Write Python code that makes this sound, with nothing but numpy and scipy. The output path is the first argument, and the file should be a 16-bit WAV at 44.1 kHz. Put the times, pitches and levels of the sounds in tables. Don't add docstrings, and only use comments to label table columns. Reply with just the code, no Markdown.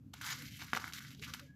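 import sys
import numpy as np
from scipy import signal
from scipy.fft import rfft, irfft, next_fast_len
from scipy.io import wavfile

SR = 44100
rng = np.random.default_rng(int(sys.argv[2]) if len(sys.argv) > 2 else 0)


def inscribe(sig):
    pcm = np.round(np.clip(np.atleast_2d(sig).T, -1, 1) * 32767)
    wavfile.write(sys.argv[1], SR, pcm.astype(np.int16))


N = 68355
T = np.arange(N) / SR
FFT_SIZE = next_fast_len(N + 8192, True)
STROKE_SIZE, SNAP_SIZE = 12288, 1024
FREQS = np.maximum(np.fft.rfftfreq(FFT_SIZE, 1 / SR), 1)
STROKE_FREQS = np.maximum(np.fft.rfftfreq(STROKE_SIZE, 1 / SR), 1)


def gain(db):
    return 10 ** (np.asarray(db) / 20)


def unit(x):
    return x / np.sqrt(np.mean(x ** 2))


def curve(points):
    return gain(np.interp(T, *np.array(points).T))


def response(points, freqs=FREQS):
    hz, db = np.array(points).T
    return gain(np.interp(np.log(freqs), np.log(hz), db))


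def colour(x, points):
    return irfft(rfft(x, FFT_SIZE) * response(points), FFT_SIZE)[:N]


def wander(per_s, size=STROKE_SIZE):
    return np.interp(T[:size] * per_s, np.arange(1024), rng.standard_normal(1024))


def add(out, start, sound):
    part = out[max(int(start * SR), 0):][:len(sound)]
    part += sound[:len(part)]


# f/Hz, level/dB
RUMBLE_TONE = [(20, -23), (45, -21), (58, -18), (70, -4), (105, -1.5), (135, 2.5), (185, -7), (275, -3.5),
               (320, -18), (420, -28), (600, -37), (1500, -51)]
# t/s, level/dB
RUMBLE_SWELL = [(0, -58), (.07, -55), (.18, -57), (.3, -55), (.43, -51.5), (.56, -55), (.63, -53),
                (.7, -56), (.88, -54), (.96, -57), (1.12, -56), (1.22, -52), (1.3, -55), (1.43, -55),
                (1.55, -59)]
HISS_TONE, HISS_DB = [(300, 0), (1000, -3), (3000, -13), (8000, -24), (16000, -34)], -83


def background():
    rumble = unit(colour(rng.standard_normal(N), RUMBLE_TONE))
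    hiss = unit(colour(rng.standard_normal(N), HISS_TONE))
    return rumble * curve(RUMBLE_SWELL) + gain(HISS_DB) * hiss


def room(x, early_s=.004, early_db=-11, tail_s=.25, tail_db=-15):
    age = T[T < .35]
    early = unit(rng.standard_normal(len(age)) * np.exp(-age / early_s) * (age > .001))
    tail = unit(rng.standard_normal(len(age)) * gain(-60 * age / tail_s) * (age > .006))
    echoes = (gain(early_db) * early + gain(tail_db) * tail) / np.sqrt(len(age))
    return x + signal.fftconvolve(x, echoes)[:N]


# t/s, level/dB
WHINE_SWELL = [(1.44, -90), (1.46, -74), (1.475, -76), (1.495, -67), (1.52, -70), (1.55, -75)]


def whine(hz=1664):
    flutter = gain(2.5 * wander(per_s=150, size=N))
    wobble = .45 * wander(per_s=150, size=N)
    tone = np.sqrt(2) * np.sin(2 * np.pi * hz * T + wobble)
    started = T > WHINE_SWELL[0][0]
    return curve(WHINE_SWELL) * started * flutter * tone


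# middle t/s, length/s, f/Hz, pitch spread/Hz, level/dB
SQUEAKY_RUBS = [(.316, .016, 6650, 450, -48), (.329, .012, 6700, 500, -49), (.335, .04, 480, 110, -70),
                (.41, .055, 505, 60, -67), (1.215, .045, 440, 90, -65), (1.31, .05, 520, 140, -70),
                (1.435, .055, 510, 90, -64)]


def squeaks():
    out, age = np.zeros(N), T[:STROKE_SIZE]
    middle = age[STROKE_SIZE // 2]
    for time, length, hz, spread_hz, db in SQUEAKY_RUBS:
        pitch = hz + spread_hz / 2 * wander(per_s=spread_hz)
        tone = np.sqrt(2) * np.sin(2 * np.pi * np.cumsum(pitch) / SR)
        swell = np.exp(-(2 * (age - middle) / length) ** 2)
        add(out, time - middle, gain(db) * swell * tone)
    return out


# f/Hz, level/dB
GRIT_TONE = [(300, 0), (1200, 0), (1900, -1), (2600, -5), (3600, -4), (6000, -7.5), (8000, -12),
             (12000, -13.5), (16000, -21)]
CRUMB_HZ = np.array([700, 1400, 2600, 4500, 7500, 13000])


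def grit(low_hz, tone_db=0, clicks_per_s=6000, spread_db=2.9):
    shape = (len(CRUMB_HZ), STROKE_SIZE)
    clicks = (rng.random(shape) < clicks_per_s / SR) * np.sign(rng.random(shape) - .5)
    clicks *= gain(spread_db * np.minimum(rng.exponential(size=shape), 5))
    shake_db = 1.3 * wander(per_s=180)
    spectrum = 0
    for row, this_size in zip(clicks, np.eye(len(CRUMB_HZ))):
        band = np.sqrt(np.interp(STROKE_FREQS, CRUMB_HZ, this_size))
        drift_db = 2.2 * wander(per_s=70)
        spectrum = spectrum + band * rfft(row * gain(shake_db + drift_db))
    bass_cut = 1 / np.sqrt(1 + (low_hz / STROKE_FREQS) ** 12)
    return unit(irfft(spectrum * bass_cut * response(GRIT_TONE, STROKE_FREQS) * gain(tone_db)))


# t/s, rise/s, hold/s, time to fade by 20 dB/s, level/dB,
# lowest f/Hz, flake ring f/Hz, extra brightness/(dB per octave)
STROKES = [(.134, .002, .004, .006, -49, 900, 3000, 2.5), (.142, .003, .062, .03, -61, 900, 2500, -.3),
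           (.210, .004, .045, .03, -48, 1000, 1300, .8), (.243, .022, .063, .04, -41.5, 880, 1850, .4),
           (.335, .01, .085, .05, -53, 1150, 2100, .6), (.43, .02, .035, .06, -54, 1650, 2300, .5),
           (.50, .02, .06, .03, -55, 1700, 2800, 1), (.585, .01, .04, .06, -49.5, 900, 2500, .3),
           (.65, .02, .05, .04, -57, 1300, 1600, 0), (.733, .003, .04, .03, -45, 450, 1500, -1.9),
           (.79, .008, .085, .065, -51.5, 720, 1600, 0), (.934, .006, .045, .015, -49, 1350, 3800, .6),
           (.995, .005, .08, .06, -56, 1300, 1700, .3), (1.105, .012, .012, .05, -58, 1400, 3000, .3),
           (1.16, .02, .04, .03, -67, 2200, 3500, 1), (1.212, .022, .015, .03, -48, 1550, 2700, -1.3),
           (1.258, .024, .014, .04, -49.5, 1020, 1300, -.5),
           (1.334, .003, .012, .025, -50.5, 1150, 2800, 0), (1.30, .02, .082, .04, -59.5, 1100, 1400, 0),
           (1.41, .01, .025, .08, -66, 1800, 2400, 0)]


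def scrapes(ring_db=4, ring_octaves=.3):
    out, age = np.zeros(N), T[:STROKE_SIZE]
    for start, rise, hold, fade, db, low_hz, ring_hz, brightness in STROKES:
        fade_db = -20 * np.maximum(age - rise - hold, 0) / fade
        push = np.clip(age / rise, 0, 1) * gain(fade_db)
        octaves = np.log2(STROKE_FREQS / ring_hz)
        tone_db = brightness * octaves + ring_db * np.exp(-(octaves / ring_octaves) ** 2)
        add(out, start, gain(db) * push * grit(low_hz, tone_db))
    return out


# f/Hz, level/dB, time to fade by 60 dB/s
TABLE_NOTES = [(168, 2, .055), (235, 0, .05), (590, -12, .06), (788, -11, .08)]


def table_knock():
    age = T[:STROKE_SIZE]
    return sum(gain(db - 60 * age / fade) * np.cos(2 * np.pi * hz * age) for hz, db, fade in TABLE_NOTES)


# t/s, level/dB, ring f/Hz, ring length/cycles, splinters/dB, knock/dB
FLAKE_SNAPS = [(.1385, -45, 850, 1.5, -5, -24), (.2128, -32, 1600, .8, -14, -32),
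               (.2434, -28, 2600, .4, -17, -32), (.4215, -39, 3000, .6, -9, -25),
               (.6160, -36, 1900, .8, -12, -25), (.6215, -37, 1300, .8, -12, -25),
               (.7327, -14.5, 1450, .55, -19, -22), (.7497, -23, 1800, 1, -16, -28),
               (.7628, -26, 4400, .6, -19, -32), (.7668, -29, 1200, .6, -14, -27),
               (.7722, -22.5, 1350, .8, -17, -25), (.7985, -36, 1400, .6, -9, -14),
               (.8420, -27, 1550, 1, -20, -30), (.8782, -35, 1700, 1, -13, -22),
               (.9000, -41, 1500, 1.5, -14, -25), (.9238, -34, 2600, .5, -16, -30),
               (.9350, -26, 4400, .6, -14, -38), (.9640, -36, 3800, .7, -13, -30),
               (.9850, -37, 1900, 2, -16, -30), (.9895, -40, 6500, .4, -7, -30),
               (1.0060, -40, 1600, 1.3, -18, -25), (1.0490, -43, 1900, 1.5, -16, -25),
               (1.1055, -43, 4000, .7, -9, -25), (1.1140, -42, 3700, .7, -14, -25),
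               (1.1485, -43, 4200, .7, -11, -25), (1.1958, -42, 4000, 1, -14, -25),
               (1.2255, -37, 2300, 1.3, -15, -25), (1.2365, -34, 2500, 1.2, -14, -25),
               (1.2447, -36, 3200, .6, -14, -25), (1.3370, -29, 2700, .7, -10, -28),
               (1.3462, -36, 1500, .8, -10, -25), (1.3955, -37, 2700, .7, -9, -25)]


def snaps(shower_s=.003):
    out, age = np.zeros(N), T[:SNAP_SIZE]
    splinters = grit(low_hz=1000)
    shower = 2 * age / shower_s * np.exp(1 - 2 * age / shower_s)
    knock = table_knock()
    for start, db, hz, cycles, splinter_db, knock_db in FLAKE_SNAPS:
        progress = 2 * age * hz / cycles
        ring = progress * np.exp(1 - progress) * np.sin(2 * np.pi * hz * age)
        shed = shower * np.roll(splinters, rng.integers(STROKE_SIZE))[:SNAP_SIZE]
        bass_cut = signal.butter(2, .42 * hz, "high", fs=SR)
        add(out, start, gain(db) * signal.lfilter(*bass_cut, ring + gain(splinter_db) * shed))
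        add(out, start, gain(db + knock_db) * knock)
    return out


# f/Hz, level/dB
SIDE_TONE = [(20, -70), (3000, -65), (4200, -30), (5200, -18), (7000, -11), (16000, -11)]


def scene(scatter_per_s=500):
    clay = scrapes() + snaps() + whine() + squeaks()
    centre = room(clay) + background()
    scatter = unit(np.interp(T * scatter_per_s, np.arange(N), rng.choice([-1, 1], N)))
    side = colour(centre * scatter, SIDE_TONE)
    return np.array([centre + side, centre - side])


# f/Hz, level/dB
MIC_TONE = [(20, 0), (7000, 0), (8300, -4), (9600, -10.5), (11000, 1), (12400, 1.5), (16000, -2.5)]


def record(dry):
    heard = np.array([colour(channel, MIC_TONE) for channel in dry])
    top_cut = signal.ellip(10, .2, 80, 15500, fs=SR, output="sos")
    return signal.sosfilt(top_cut, heard)


dry = scene()
out = record(dry)
inscribe(out)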